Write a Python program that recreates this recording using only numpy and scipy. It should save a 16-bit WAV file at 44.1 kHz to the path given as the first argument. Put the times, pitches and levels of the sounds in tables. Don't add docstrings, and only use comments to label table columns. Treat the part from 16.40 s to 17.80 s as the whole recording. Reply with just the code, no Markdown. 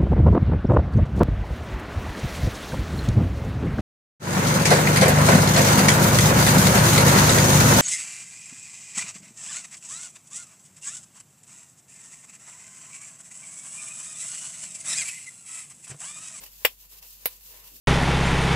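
import sys
import numpy as np
from scipy import signal
from scipy.fft import rfft, irfft, next_fast_len
from scipy.io import wavfile

SR = 44100
rng = np.random.default_rng(int(sys.argv[2]) if len(sys.argv) > 2 else 0)


def store_wav(level_fs):
    pcm = np.round(np.clip(np.atleast_2d(level_fs), -1, 1) * 32767)
    wavfile.write(sys.argv[1], SR, pcm.T.astype(np.int16))


N = 61739
T = np.arange(N) / SR


def from_db(db):
    return 10 ** (np.asarray(db) / 20)


def rms_one(x):
    return x / np.sqrt(np.mean(x ** 2) + 1e-20)


def at_hz(points, hz):
    f, values = np.transpose(points)
    return np.interp(np.log(np.maximum(hz, 1)), np.log(f), values)


def envelope(curve):
    return from_db(np.interp(T, *np.transpose(curve)))


def panned(pan_db):
    return from_db(np.array([[.5], [-.5]]) * pan_db)


def delayed(x, s):
    return np.pad(x, ((0, 0), (int(s * SR), 0)))[:, :N]


def coloured(x, spectrum):
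    size = 2 * next_fast_len(N)
    gains = from_db(at_hz(spectrum, np.fft.rfftfreq(size, 1 / SR)))
    cepstrum = irfft(np.log(gains))
    cepstrum[1:size // 2] *= 2
    cepstrum[size // 2 + 1:] = 0
    return irfft(rfft(x, size) * np.exp(rfft(cepstrum)))[..., :N]


# f/Hz, correlation/0-1
LIKENESS = [(60, 1), (300, 0.4), (700, 1), (1400, 0.02), (2800, .05), (14000, 0)]
def diffuse_noise(size=N):
    padded = next_fast_len(size)
    alike = at_hz(LIKENESS, np.fft.rfftfreq(padded, 1 / SR))
    mid, side = rfft(rng.standard_normal((2, padded)))
    left_right = np.sqrt(1 + alike) * mid + np.sqrt(1 - alike) * side * [[1], [-1]]
    return rms_one(irfft(left_right, padded)[:, :size])


# f/Hz, level/dB
RUMBLE_COLOUR = [(20, -6.5), (50, -7), (90, -7.5), (145, -4), (220, -10.5), (500, -23.5), (1500, -20.5),
                 (16000, -22)]
def cab_hum(hum_hz=47.1, hum_db=-61.5, rumble_db=-65.5):
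    hum = from_db(hum_db) * np.sqrt(2) * np.sin(2 * np.pi * (hum_hz * T + rng.random()))
    return hum + from_db(rumble_db) * rms_one(coloured(diffuse_noise(), RUMBLE_COLOUR))


BUILD_UP_S = .0022
# f/Hz, t60/s
CAB_T60 = [(100, 0.075), (400, 0.067), (1200, 0.037), (3000, 0.094), (7000, .074), (14000, .068)]
def cab_tail(size=8192):
    noise = rfft(diffuse_noise(size))
    hz, t = np.fft.rfftfreq(size, 1 / SR), T[:size]
    centres = np.geomspace(100, 12800, 8)
    tail = 0
    for centre, weights in zip(centres, np.eye(len(centres))):
        octave = irfft(noise * at_hz(np.c_[centres, weights], hz), size)
        tail += octave * from_db(-60 * t / at_hz(CAB_T60, centre))
    return rms_one(tail * (1 - np.exp(-t / BUILD_UP_S))) / np.sqrt(size)


def in_cab(x, room_db):
    mono = x.sum(0, keepdims=True) / np.sqrt(2)
    return x + from_db(room_db) * signal.fftconvolve(mono, cab_tail(), axes=1)[:, :N]


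def ticks(per_s, spread_db=4):
    sizes = from_db(spread_db * np.minimum(rng.exponential(1, (2, N)), 5))
    signs = rng.choice([-1, 1], (2, N))
    return sizes * signs * (rng.random((2, N)) < per_s / SR)


# t/s, level/dB
CRINKLE_LEVEL = [(0, -45.5), (.04, -47), (.075, -47), (.1, -50.5), (.15, -49.5), (.23, -49.5), (.31, -49),
                 (.365, -57), (.41, -49), (.455, -50), (.48, -57.5), (.53, -44), (.56, -51.5),
                 (.588, -45.5), (.612, -57.5), (.63, -47.5), (.69, -47.5), (.77, -51.5), (.84, -48.5),
                 (.92, -47), (.96, -48), (.995, -55.5), (1.05, -48.5), (1.11, -46), (1.18, -48.5),
                 (1.225, -52), (1.275, -46), (1.295, -52), (1.355, -46.5), (1.4, -51)]
# f/Hz, level/dB
CRINKLE_COLOUR = [(300, -29.5), (1500, -16.5), (2200, -15.5), (2650, -6), (3400, -7.5), (5000, -5),
                  (7500, -4), (9700, -6.5), (12300, 1.5), (15000, 0.5), (16000, -7.5)]
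def crinkle(places=4, ticks_per_s=3000):
    crackle = sum(in_cab(ticks(ticks_per_s / places), room_db=3.5) for _ in range(places))
    return envelope(CRINKLE_LEVEL) * panned(1) * rms_one(coloured(crackle, CRINKLE_COLOUR))


# t/s, level/dB
RUB_LEVEL = [(0, -75), (.015, -53.5), (.04, -53), (.052, -61.5), (.065, -56), (.1, -68.5), (.19, -71.5),
             (.22, -58.5), (.31, -59), (.37, -78.5), (.45, -64), (.49, -76), (.53, -59.5), (.61, -68.5),
             (.63, -60.5), (.655, -59.5), (.68, -70), (.79, -69), (.84, -60.5), (.93, -60), (.97, -66.5),
             (1.01, -73.5), (1.07, -66.5), (1.15, -55.5), (1.22, -61), (1.27, -59), (1.31, -65),
             (1.4, -82.5)]
# f/Hz, level/dB
RUB_COLOUR = [(100, -22), (300, -10), (480, -0.5), (720, -8.5), (960, 0), (1400, -9), (1900, -4),
              (2700, -5), (5000, -12), (12000, -39.5)]
def palm_rub():
    return envelope(RUB_LEVEL) * rms_one(coloured(diffuse_noise(), RUB_COLOUR))


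# t/s, width/s, level/dB
SHUFFLES = [(.02, 0.013, -63), (1.358, 0.032, -62.5)]
# f/Hz, level/dB
SHUFFLE_COLOUR = [(40, -20), (150, -7.5), (300, -3), (600, -16), (3000, -48)]
def shuffles():
    swell = sum(from_db(db) * np.exp(-.5 * ((T - s) / width) ** 2) for s, width, db in SHUFFLES)
    return swell * rms_one(coloured(diffuse_noise(), SHUFFLE_COLOUR))


# t/s, level/dB before colouring
CREASES = [(.031, -29.5), (0.039, -8.5), (0.065, -14), (.136, -33), (0.147, -35), (.588, -24), (.628, -15),
           (1.011, -22), (1.147, -33), (1.242, -19.5), (1.278, -17), (1.351, -37), (1.366, -19)]
# f/Hz, level/dB
CREASE_COLOUR = [(200, -20), (950, -5), (1400, -16.5), (1900, -1.5), (2200, -11), (2650, 3), (3400, -7),
                 (5000, -2), (9500, -5.5), (13000, 3.5), (16000, -6)]
def creases(rise_s=.017, t60_s=.014):
    buckles = ticks(per_s=4300)
    runs = 0
    for s, db in CREASES:
        below_peak_db = 60 * np.maximum((s - T) / rise_s, (T - s) / t60_s)
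        swell = from_db(-np.minimum(below_peak_db, 120))
        runs += from_db(db) * rms_one(buckles * swell)
    return coloured(in_cab(runs / np.sqrt(2 * N), room_db=-3.5), CREASE_COLOUR)


# f/Hz, level/dB
SCATTER_COLOUR = [(200, -7), (700, -5), (1100, -5), (1700, -2.5), (3000, 1), (12000, -4)]
# f/Hz, level/dB
TAIL_COLOUR = [(100, -12), (600, -0.5), (1200, 3.5), (2500, 1), (6000, 6), (14000, 5)]
# f/Hz, relative level/dB, t60/s
CAB_MODES = [(508, -4, .06), (738, -12, .07), (910, -10, .07), (1040, -13, .09), (1340, -12, .065),
             (1600, -2, .055), (1815, -1, .055), (2011, -6, .06), (2370, -7, .06), (2650, -4, .07),
             (3050, -9, .06), (3345, -11, .07), (3470, -10, .07)]
def cab_response(pan_db, reverb_db, reflections, scatter_t60_s=.018, modes_db=-42.5):
    click = (T == 0) * panned(pan_db)
    direct = from_db(-3.5) * click
    echoes = sum(delayed(click * from_db(db) * panned(pan), s) for s, db, pan in reflections)
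    scatter_shape = from_db(-60 * T / scatter_t60_s) * (1 - np.exp(-T / BUILD_UP_S))
    scatter = rms_one(diffuse_noise() * scatter_shape) / np.sqrt(N)
    late = from_db(-2.5) * coloured(scatter, SCATTER_COLOUR)
    late += from_db(-6) * coloured(cab_tail(), TAIL_COLOUR)
    for hz, db, t60 in CAB_MODES:
        spread_rad = 2.1 * (1 - at_hz(LIKENESS, hz))
        phase = rng.uniform(0, 2 * np.pi) + rng.normal(0, spread_rad, (2, 1))
        late += from_db(modes_db + db - 60 * T / t60) * np.sin(2 * np.pi * hz * T + phase)
    return direct + echoes + from_db(reverb_db) * panned(pan_db) * late


# t/s, level/dB before colouring, pan L-R/dB, reverb/dB, knock f/Hz, knock level/dB, knock t60/s
POPS = [(0.2494, -2, 2.5, 5, 513, -24.5, .03), (0.8571, 1, -0.5, 1, 605, -26, 0.014)]
# f/Hz, level/dB
POP_COLOURS = [
    [(50, -18), (120, -11), (250, 8), (480, 14), (720, 16), (1020, 16.5), (1350, 16), (1900, 18.5),
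     (2700, 19), (3300, 14.5), (4200, 1), (5200, 7), (6200, -5.5), (7800, 6), (9800, 0.5), (14000, 12.5),
     (16000, 10)],
    [(50, -20), (100, -29), (150, -6), (270, -6.5), (550, 9.5), (800, 7), (1150, 1.5), (1900, 7),
     (2500, 5.5), (3300, -1), (4000, 1), (5200, -4.5), (7200, -15.5), (9800, 3), (12600, 12.5), (15000, -5),
     (16000, 21)],
]
# delay/s, relative level/dB, pan L-R/dB
POP_REFLECTIONS = [
    [(0.0005, -7.5, -4.5), (0.0015, -10, -3.5), (0.002, -4.5, -4.5), (0.004, -6.5, 7)],
    [(0.0013, -13.5, -1), (0.0023, -11, 5.5), (0.0031, -15, 1)],
]
def bubble_pops():
    bursts = 0
    for pop, colour, reflections in zip(POPS, POP_COLOURS, POP_REFLECTIONS):
        s, db, pan_db, reverb_db, knock_hz, knock_db, knock_t60 = pop
        crack = from_db(db) * coloured(cab_response(pan_db, reverb_db, reflections), colour)
        knock = from_db(knock_db - 60 * T / knock_t60) * np.cos(2 * np.pi * knock_hz * T)
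        bursts += delayed(crack + knock, s)
    return bursts


def scene():
    return cab_hum() + crinkle() + palm_rub() + shuffles() + creases() + bubble_pops()


def record(dry):
    low_pass = signal.ellip(12, .2, 80, 15700, fs=SR, output="sos")
    return signal.sosfilt(low_pass, np.clip(dry, -1, 1))


dry = scene()
out = record(dry)
store_wav(out)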